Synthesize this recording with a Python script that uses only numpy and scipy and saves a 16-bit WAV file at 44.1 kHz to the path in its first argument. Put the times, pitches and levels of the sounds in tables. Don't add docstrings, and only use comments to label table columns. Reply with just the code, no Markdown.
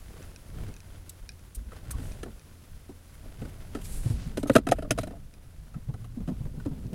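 import sys
import numpy as np
from scipy import signal
from scipy.fft import rfft, irfft, next_fast_len
from scipy.io import wavfile
from scipy.ndimage import uniform_filter1d

SR = 44100
rng = np.random.default_rng(int(sys.argv[2]) if len(sys.argv) > 2 else 0)


def materialize(psi):
    bounded = np.clip(np.atleast_2d(psi).T, -1, 1)
    quanta = np.round(bounded * 32767).astype(np.int16)
    wavfile.write(sys.argv[1], SR, quanta)


N = 306054
T = np.arange(SR // 4) / SR
TIME = np.arange(N) / SR


def amp(db):
    return 10 ** (np.asarray(db) / 20)


def unit(x):
    return x / np.sqrt(np.mean(x ** 2) + 1e-20)


def sized(x, db):
    return x * amp(db) * np.sqrt(SR / 50 / (np.sum(x ** 2) + 1e-20))


def add(mix, start_s, sound):
    part = mix[max(round(start_s * SR), 0):][:len(sound)]
    part += sound[:len(part)]


def colour(x, eq):
    size = next_fast_len(len(x) + 4096)
    hz, db = np.transpose(eq)
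    log_hz = np.log(abs(np.fft.fftfreq(size, 1 / SR)) + 1)
    log_gain = np.log(amp(np.interp(log_hz, np.log(hz), db)))
    minimum_phase = np.exp(np.conj(signal.hilbert(log_gain)))
    return np.fft.ifft(np.fft.fft(x, size) * minimum_phase).real[:len(x)]


def noise(eq):
    return unit(colour(rng.standard_normal(N), eq))


def wander(hz):
    rolloff = 1 + (np.fft.rfftfreq(N, 1 / SR) / hz) ** 4
    return unit(irfft(rfft(rng.standard_normal(N)) / rolloff, N))


def follow(rows):
    times, *columns = np.transpose(rows)
    return [np.interp(TIME, times, column) for column in columns]


def swell(peak_s):
    return (T / peak_s * np.exp(1 - T / peak_s)) ** 2


def strike(rise_s, decay_s):
    return rng.standard_normal(len(T)) * (1 - np.exp(-T / rise_s)) * np.exp(-T / decay_s)


def ring(modes, force, detune, uneven_db, build_cycles=0.8):
    out = np.zeros(len(T))
    for k, (hz, width_hz, db) in enumerate(modes):
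        shift, weight = rng.standard_normal(2)
        envelope = np.exp(-np.pi * width_hz * T) * (1 - np.exp(-T * hz / build_cycles))
        mode = envelope * np.sin(2 * np.pi * hz * (1 + detune * shift) * T)
        out += (-1) ** k * sized(signal.fftconvolve(force, mode)[:len(T)], db + uneven_db * weight)
    return out


# start_s, body_db, panel_db, clack_db, crack_db, pitch_ratio, bounce_gap_s
KNOCK_HITS = [(0.679, -52, -66, -68, -62.5, 1.1, 0.00037), (1.716, -69, -55, -52, -65, 0.73, 0.0047),
              (1.761, -68, -59, -59, -62, 0.98, 0), (1.9049, -62, -65, -50.5, -53.5, 1.06, 0),
              (1.992, -49.5, -51, -65, -70, 0.61, 0.00028), (2.23, -38, -51, -47, -50, 1.065, 0.026),
              (2.888, -48.5, -65, -72, -68, 1.11, 0.0043), (3.253, -57.5, -56, -77, -72, 0.92, 0.00043),
              (3.415, -47.5, -50, -56.5, -65, 0.78, 0.00068), (3.45, -48, -64, -59, -64, 1, 0.00068),
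              (3.748, -37, -42.5, -44.5, -52.5, 1.07, 0.000064), (3.765, -44.5, -53, -58, -62, 1.17, 0.012),
              (4.3713, -30.5, -34, -44, -43.5, 0.93, 0.00019), (4.378, -33.5, -46, -52, -54, 1.18, 0),
              (4.429, -30, -36, -48, -47.5, 0.9, 0.025), (4.496, -19, -17, -27, -41.5, 0.8, 0.00029),
              (4.552, -11, -24, -20.5, -28, 0.91, 0.0013), (4.5603, -8.5, -6.5, -13, -21.5, 0.978, 0.00012),
              (4.58, -21.5, -28, -34, -39, 1.03, 0.00055), (4.668, -26, -29, -32.5, -41, 1.04, 0.00076),
              (4.686, -27, -36, -37, -37.5, 1.01, 0.0007), (4.7132, -45, -30.5, -44, -34, 0.7, 0.00098),
              (4.7188, -22.5, -10.5, -25, -31.5, 0.998, 0.00091),
              (4.7843, -35.5, -30.5, -45.5, -54.5, 1, 0), (4.822, -38, -34.5, -47, -52, 0.97, .022),
              (4.907, -29, -24, -29, -26, 0.93, 0), (4.9132, -33, -34, -59, -47, 0.98, 0.00041),
              (4.976, -57, -34, -47, -49.5, 0.94, 0), (4.985, -35.5, -29, -36.5, -40, 0.945, 0.0016),
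              (5.031, -48, -39.5, -48.5, -49, 0.97, 0.00077), (5.07, -46, -45, -59, -57, 1, 0.0011),
              (5.105, -52.5, -49, -60, -68, 0.92, 0.013), (5.156, -57, -57, -70, -75, 0.97, 0.00015),
              (5.738, -59, -62, -55.5, -67, 1.1, 0.0013), (5.937, -56, -55, -57, -62.5, 1.11, 0.00069),
              (6.042, -65, -63, -57, -63, 1.12, 0.00045), (6.274, -43, -51, -56.5, -61, 0.93, 0.00047),
              (6.283, -55, -43, -64, -64, 1.03, 0.000077), (6.597, -69, -63.5, -53, -67, 1.4, 0),
              (6.649, -58, -64, -59, -65, 0.69, 0.00078), (6.656, -34, -49, -66, -63, 0.84, 0.001),
              (6.929, -48, -50.5, -60, -59.5, 1.06, 0.0011)]
def blows(contacts, gap_shrink=0.74):
    for start_s, *ring_db, crack_db, pitch, gap_s in KNOCK_HITS:
        for k in range(contacts if gap_s > 0 else 1):
            yield start_s, np.array(ring_db) - k * np.array([8, 8, 12.8]), crack_db - k * 17.5, pitch
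            start_s += gap_s * gap_shrink ** k
    for start_s, db, hz in BUMPS:
        body_db = db - 24.5 + 7.5 * np.log2(hz / 170)
        yield start_s, (body_db, body_db - 17, body_db - 20), body_db - 21.5, 1


# pitch_hz, width_hz, level_db
CABIN_MODES = [(272, 50, -5), (333, 30, 4), (445, 50, -12), (488, 55, -14), (600, 80, -7), (634, 65, 0),
               (678, 65, -4), (1003, 60, -17), (1270, 100, 4), (1350, 110, 2), (1458, 70, 1),
               (1590, 90, -7), (1738, 55, -4.5), (1890, 50, -10), (1972, 45, -8), (2540, 130, -10),
               (2790, 140, -10), (3160, 100, -14)]
FITTING_MODES = [(3830, 200, 6), (4050, 200, 5.5), (4950, 170, 0), (5210, 270, -1.5), (6360, 250, 2),
                 (7000, 330, -14.5)]
BAND_EDGES = [200, 480, 950, 3300]
# freq_hz, gain_db
SNAP_EQ = [(500, -17.5), (1000, 5.5), (1450, 6.5), (2100, -7), (3300, -10), (4100, -3), (5500, -13.5),
           (10000, -20.5), (16000, -34.5)]
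THUD_EQ = [(100, -12), (200, -2.5), (265, 2.5), (335, -5), (430, -5), (560, -12.5), (680, -17), (800, -17),
           (1100, -25.5), (4000, -56)]
CRACK_EQ = [(1000, -13), (2000, -0.5), (3200, -1), (3900, -11), (4600, -10.5), (6400, -7.5), (7500, -6.5),
            (9800, -3.5), (12000, -11), (15500, -24.5)]
def knocks(hardest_rise_s=0.0012):
    out = np.zeros(N)
    for start_s, ring_db, crack_db, pitch in blows(contacts=5):
        body_db, _, clack_db = ring_db
        rise_s = hardest_rise_s + 0.0064 / (0.5 + np.exp((crack_db + 64.5) / 9.5))
        shifts = pitch, pitch, 1
        decays_s = 0.0008, 0.0008, 0.0016
        for db, shift, low, high, decay_s in zip(ring_db, shifts, BAND_EDGES, BAND_EDGES[1:], decays_s):
            modes = [(hz * shift, width, level) for hz, width, level in CABIN_MODES if low <= hz < high]
            rung = ring(modes, strike(rise_s, decay_s + 0.63 * rise_s), detune=0.0023, uneven_db=3.5)
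            add(out, start_s, sized(rung * np.exp(-T / 0.015), db - 0.4))
        snap = colour(strike(rise_s=0.0001, decay_s=0.0005), SNAP_EQ)
        thud = colour(strike(rise_s, decay_s=0.0067 + 0.84 * rise_s), THUD_EQ)
        crack = colour(strike(1.2 * rise_s, decay_s=0.0064), CRACK_EQ)
        click = ring(FITTING_MODES, strike(rise_s, decay_s=0.0023), detune=0.018, uneven_db=3)
        add(out, start_s + 0.5 * rise_s, sized(snap, clack_db - 11.5) * hardest_rise_s / rise_s)
        add(out, start_s, sized(thud, body_db - 10 + min(1800 * rise_s, 12)))
        add(out, start_s, sized(crack, crack_db - 0.4))
        add(out, start_s, sized(click, crack_db - 6))
    return out


def chatter(ticks, length_s=0.059, fade_db_per_s=171.5):
    out = np.zeros(N)
    for start_s, _, _, clack_db, *_ in KNOCK_HITS:
        top_db = min(clack_db, -27) - 24
        for lateness, weakness in rng.random((ticks, 2)):
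            delay_s = length_s * (0.15 + 0.85 * lateness)
            tick = colour(strike(rise_s=0.0002, decay_s=0.0012)[:1024], SNAP_EQ)
            add(out, start_s + delay_s, sized(tick, top_db - fade_db_per_s * delay_s - 8 * weakness))
    return out


# start_s, level_db, pitch_hz
BUMPS = [(0.597, -30, 36.3), (1.201, -37.5, 36.6), (1.565, -27.5, 47.3), (1.606, -35.5, 53.6),
         (1.658, -33, 55), (1.935, -29.5, 52), (1.945, -30, 105), (3.412, -32, 136), (3.428, -34, 50.4),
         (3.961, -25.5, 34), (4.056, -14.5, 117), (4.099, -15.5, 108), (4.131, -21, 58.5),
         (4.256, -34, 155), (4.5, -16.5, 126), (4.558, -10, 120), (4.691, -18.5, 123), (4.904, -20.5, 120),
         (4.991, -26.5, 118), (5.755, -29, 152), (5.885, -22, 132), (5.935, -30.5, 105), (6.169, -31, 240),
         (6.201, -29.5, 186.8), (6.275, -24.5, 163), (6.289, -23, 246), (6.308, -25.5, 173.5),
         (6.403, -24.5, 127), (6.448, -30, 141.8), (6.538, -36.5, 237), (6.57, -31.5, 153),
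         (6.658, -24.5, 290), (6.66, -26, 103), (6.709, -27, 146), (6.849, -30.5, 124.4),
         (6.923, -29.5, 165.7)]
# freq_hz, gain_db
SCRAPE_EQ = [(120, -23), (220, 16), (310, -6.5), (430, -5.5), (650, -13.5), (1000, -17.5), (1400, -35),
             (3000, -40), (16000, -52)]
def suspension():
    out = np.zeros(N)
    for start_s, db, hz in BUMPS:
        peak_s = 0.0051 + 0.56 / hz
        boom = swell(peak_s) * np.sin(2 * np.pi * hz * T)
        scrape = unit(colour(rng.standard_normal(len(T)), SCRAPE_EQ))
        scrape *= swell(1.44 * peak_s) * min(hz / 220, 1)
        add(out, start_s, amp(db) * (boom + amp(-11) * scrape))
    return out


def passing(middle_s, half_s, steepness=1.7):
    return np.exp(-abs((TIME - middle_s) / half_s) ** steepness)


# time_s, rumble_db, grit_db
STREET_LEVELS = [(0, -50.5, -61), (1.4, -52.5, -64), (3.1, -51.5, -63.5), (5.4, -48.5, -66.5),
                 (6.45, -41, -65), (6.94, -44, -66)]
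# middle_s, half_length_s, rumble_db, grit_offset_db
ROUGH_PATCHES = [(0.204, 0.13, -45, -20), (0.616, 0.08, -35.5, -27.5), (0.9, 0.099, -49, -18.5),
                 (1.76, 0.029, -45, -23), (2.025, 0.17, -37.5, -25.5), (3.296, 0.086, -47.5, -21),
                 (3.45, 0.054, -40, -24.5), (3.66, 0.24, -51.5, -12.5), (4.077, 0.27, -37.5, -26),
                 (4.753, 0.21, -30.5, -48), (6.33, 0.18, -44.5, -30), (6.768, 0.13, -39, -35.5)]
def road():
    rumble_db, grit_db = follow(STREET_LEVELS)
    roar_db = -62 - 0.21 * TIME
    power = amp([rumble_db, roar_db, grit_db]) ** 2
    for middle_s, half_s, db, grit_offset_db in ROUGH_PATCHES:
        patch_db = [[db], [db + 0.57 * grit_offset_db], [db + grit_offset_db]]
        power += amp(patch_db) ** 2 * passing(middle_s, half_s)
    return 10 * np.log10(power)


# freq_hz, gain_db
RUMBLE_EQ = [(8, -10), (20, 3.5), (34, -1.5), (55, 1), (75, -7), (115, -6), (160, -10.5), (230, -22.5),
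             (500, -62.5)]
ROAR_EQ = [(90, -16.5), (170, 2), (250, 2), (400, -2.5), (620, -4), (900, -12), (1400, -15.5),
           (2500, -18.5), (5000, -27), (16000, -69)]
FLOOR_EQ = [(80, -32.5), (150, 0), (190, 2.5), (260, -2.5), (340, -11.5), (450, -14), (900, -46)]
GRIT_EQ = [(400, -10.5), (1000, 2.5), (2100, -0.5), (3000, -2), (6000, -2.5), (8500, -3.5), (10200, -1),
           (10800, 2), (11400, -4.5), (13000, -5), (16000, -8)]
# time_s, level_db
FLOOR_LEVELS = [(3.3, -69), (4.0, -58), (4.45, -46), (5.1, -45.5), (5.22, -76), (5.7, -74.5), (6.2, -52.5),
                (6.55, -52), (6.94, -44.5)]
def tyres():
    rumble_db, roar_db, grit_db = road()
    surface = wander(hz=22)
    rumble = noise(RUMBLE_EQ) * amp(rumble_db + 0.85 + 0.49 * surface + 1.9 * wander(hz=7.6))
    roar = noise(ROAR_EQ) * amp(roar_db + 0.1 + 0.5 * surface + 2 * wander(hz=90))
    floor = noise(FLOOR_EQ) * amp(follow(FLOOR_LEVELS)[0] + 2 * surface)
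    grit = noise(GRIT_EQ) * amp(grit_db + 1.5 + 0.8 * surface)
    return rumble + roar + floor + grit


def slips(peak_s, uneven_db=4.5):
    return rng.standard_normal(len(T)) * amp(uneven_db * rng.standard_normal(len(T))) * swell(peak_s)


def resonate(force, hz, decay_s):
    return signal.fftconvolve(force, np.exp(-T / decay_s) * np.sin(2 * np.pi * hz * T))


# start_s, level_db
TRIM_TICKS = [(0.227, -59), (0.361, -53.5), (0.7402, -59), (0.765, -57.5), (0.804, -58), (1.291, -46),
              (1.319, -64), (1.393, -67), (1.915, -68), (2.12, -57), (2.395, -63), (3.856, -55),
              (5.339, -62.5), (6.867, -67)]
# pitch_hz, width_hz, level_db
TRIM_MODES = [(1650, 100, -2.5), (2490, 100, 3.5), (3900, 240, -3), (5630, 830, 6), (9500, 1500, -0.5)]
# start_s, level_db, swell_s, squeak_hz, low_cut_hz
TRIM_SCUFFS = [(1.0919, -42.5, 0.0043, 8040, 5200), (1.546, -44, 0.0074, 9300, 5340),
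               (1.906, -38.5, 0.0068, 9500, 5560), (3.135, -57.5, 0.013, 2200, 1200),
               (3.49, -59, 0.006, 2970, 1200), (3.812, -51.5, 0.0056, 3170, 2000),
               (3.837, -45.5, 0.015, 7950, 4000), (4.268, -57, 0.0072, 2500, 1200),
               (4.382, -49.5, 0.015, 8500, 2500), (4.469, -44, 0.0091, 6560, 2010),
               (4.512, -44, 0.0069, 4200, 1500), (4.529, -40, 0.0083, 8500, 1500),
               (4.741, -49, 0.036, 3000, 1194), (5.005, -47.5, 0.0082, 4050, 1200)]
# freq_hz, gain_db
RUB_EQ = [(500, 11.5), (1100, 6), (3000, 1), (5500, -4.5), (7500, -1.5), (9300, 3.5), (11000, -1.5),
          (12500, -1), (15000, -9), (16500, -37)]
def trim():
    out = np.zeros(N)
    for start_s, db in TRIM_TICKS:
        tick = ring(TRIM_MODES, strike(rise_s=0.0001, decay_s=0.00071), detune=0.025, uneven_db=0.5)
        add(out, start_s, sized(tick, db + 0.3))
    for start_s, db, swell_s, squeak_hz, low_cut_hz in TRIM_SCUFFS:
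        friction = slips(swell_s)
        squeak = resonate(friction, squeak_hz, decay_s=0.0012)
        low_cut = signal.butter(2, low_cut_hz, "high", fs=SR)
        rub = signal.lfilter(*low_cut, colour(friction, RUB_EQ))
        add(out, start_s, sized(rub, db - 3.5))
        add(out, start_s, sized(squeak, db - 9))
    return out


# middle_s, half_length_s, level_db, brightness (0 to 1)
SAND_SWISHES = [(2.063, .08, -57, 0.67), (3.944, 0.066, -47, 0.89), (4.095, 0.04, -47.5, 0.5),
                (4.22, 0.053, -55, 0)]
# freq_hz, gain_db
SPRAY_EQ = [(400, -34), (2000, -20), (5500, -10), (8000, 1), (9900, 2.5), (11500, -2), (13500, -9),
            (16000, -16)]
DRAG_EQ = [(400, -28), (1500, -0.5), (3000, -2.5), (5000, -2), (7000, -5), (10000, -13), (16000, -36)]
def sand():
    spray_power = drag_power = 0
    for middle_s, half_s, db, brightness in SAND_SWISHES:
        power = amp(db) ** 2 * passing(middle_s, half_s)
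        spray_power += brightness * power
        drag_power += (1 - brightness) * power
    hiss = np.sqrt(spray_power) * noise(SPRAY_EQ) + np.sqrt(drag_power) * noise(DRAG_EQ)
    return hiss * amp(0.89 * wander(hz=59.4) + 0.47 * wander(hz=900))


# start_s, level_db
STONE_POPS = [(0.106, -55), (0.139, -54), (0.168, -56), (0.206, -51.5), (0.553, -58), (0.585, -53),
              (0.635, -50), (1.731, -52), (2.037, -53), (2.079, -56), (6.204, -54), (6.286, -50),
              (6.299, -56), (6.454, -54)]
# freq_hz, gain_db
CRUNCH_EQ = [(300, -12), (600, 0), (1200, 4), (2200, 0), (4000, -11), (8000, -13), (16000, -26)]
POP_EQ = [(150, 1), (350, 8), (650, 3), (850, -7), (1250, -4.5), (2200, -12), (4000, -23.5), (16000, -26)]
def gravel(stones_per_s=90):
    _, roar_db, grit_db = road()
    stones = (rng.random(N) < stones_per_s / SR) * amp(3.8 * np.minimum(rng.exponential(1, N), 3))
    grain = strike(rise_s=0.0003, decay_s=0.0022)
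    crunch = colour(signal.oaconvolve(stones, grain)[:N], CRUNCH_EQ)
    road_db = (roar_db + grit_db) / 2
    out = unit(crunch) * amp(road_db - 7.5 + 0.5 * (road_db - np.mean(road_db)))
    for start_s, db in STONE_POPS:
        pop = colour(strike(rise_s=0.0005, decay_s=0.0037), POP_EQ)
        add(out, start_s, sized(pop, db))
    return out


# start_s, level_db, swell_s, pitch_hz
PANEL_CREAKS = [(1.928, -53, 0.012, 1106), (4.45, -50, 0.014, 1270), (4.842, -52, 0.0086, 1290),
                (4.845, -52, 0.0085, 630), (5.119, -48.5, 0.015, 663), (6.455, -54.5, .012, 584)]
def creaks():
    out = np.zeros(N)
    for start_s, db, swell_s, hz in PANEL_CREAKS:
        add(out, start_s, sized(resonate(slips(swell_s), hz, decay_s=0.0041), db))
    return out


def low_note(start_s=6, pitch_hz=115.5, peak_db=-36.5, t60_s=1):
    out = np.zeros(N)
    add(out, start_s, amp(peak_db - 60 * TIME / t60_s) * np.sin(2 * np.pi * pitch_hz * TIME))
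    return out


def hum(pitch_hz=86.4, level_db=-55):
    cycles = np.cumsum(pitch_hz * (1 + 0.0211 * wander(hz=3))) / SR
    return unit(np.sin(2 * np.pi * cycles)) * amp(level_db + 1.6 * wander(hz=3.2))


def cabin_tail(x, low_t60_s, high_t60_s):
    low_eq = [(60, -52), (200, 17.5), (700, -8), (1500, -2.5), (4000, -15)]
    high_eq = [(400, -41.5), (1500, -8), (5000, 9), (15000, -40.5)]
    low = colour(rng.standard_normal(len(T)), low_eq) * amp(-60 * T / low_t60_s)
    high = colour(rng.standard_normal(len(T)), high_eq) * amp(-60 * T / high_t60_s)
    tail = (low + high) * (1 - np.exp(-T / 0.002)) / np.sqrt(SR * 0.0071)
    return signal.fftconvolve(x, tail)[:N]


def scene():
    rattles = knocks() + chatter(ticks=5) + trim() + creaks()
    reverb = amp(-8) * cabin_tail(rattles, low_t60_s=0.049, high_t60_s=0.043)
    bed = tyres() + gravel() + sand() + hum()
    return (rattles + reverb + suspension() + low_note() + bed)[None]


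def record(dry, threshold_db=-29.5, ceiling=0.68, high_cut_hz=16100):
    power = signal.lfilter([1 / 220], [1, -219 / 220], dry[0] ** 2)
    release_db = 105 * TIME
    held_db = np.maximum.accumulate(10 * np.log10(power + 1e-12) + release_db) - release_db
    over_db = uniform_filter1d(np.maximum(held_db - threshold_db, 0), size=60)
    ducked = dry / amp(0.32 * over_db)
    rounded = ducked / (1 + (ducked / ceiling) ** 8) ** 0.125
    high_cut = signal.firwin(511, high_cut_hz, window=("kaiser", 9), fs=SR)
    return signal.oaconvolve(rounded, high_cut[None], "same")


dry = scene()
out = record(dry)
materialize(out)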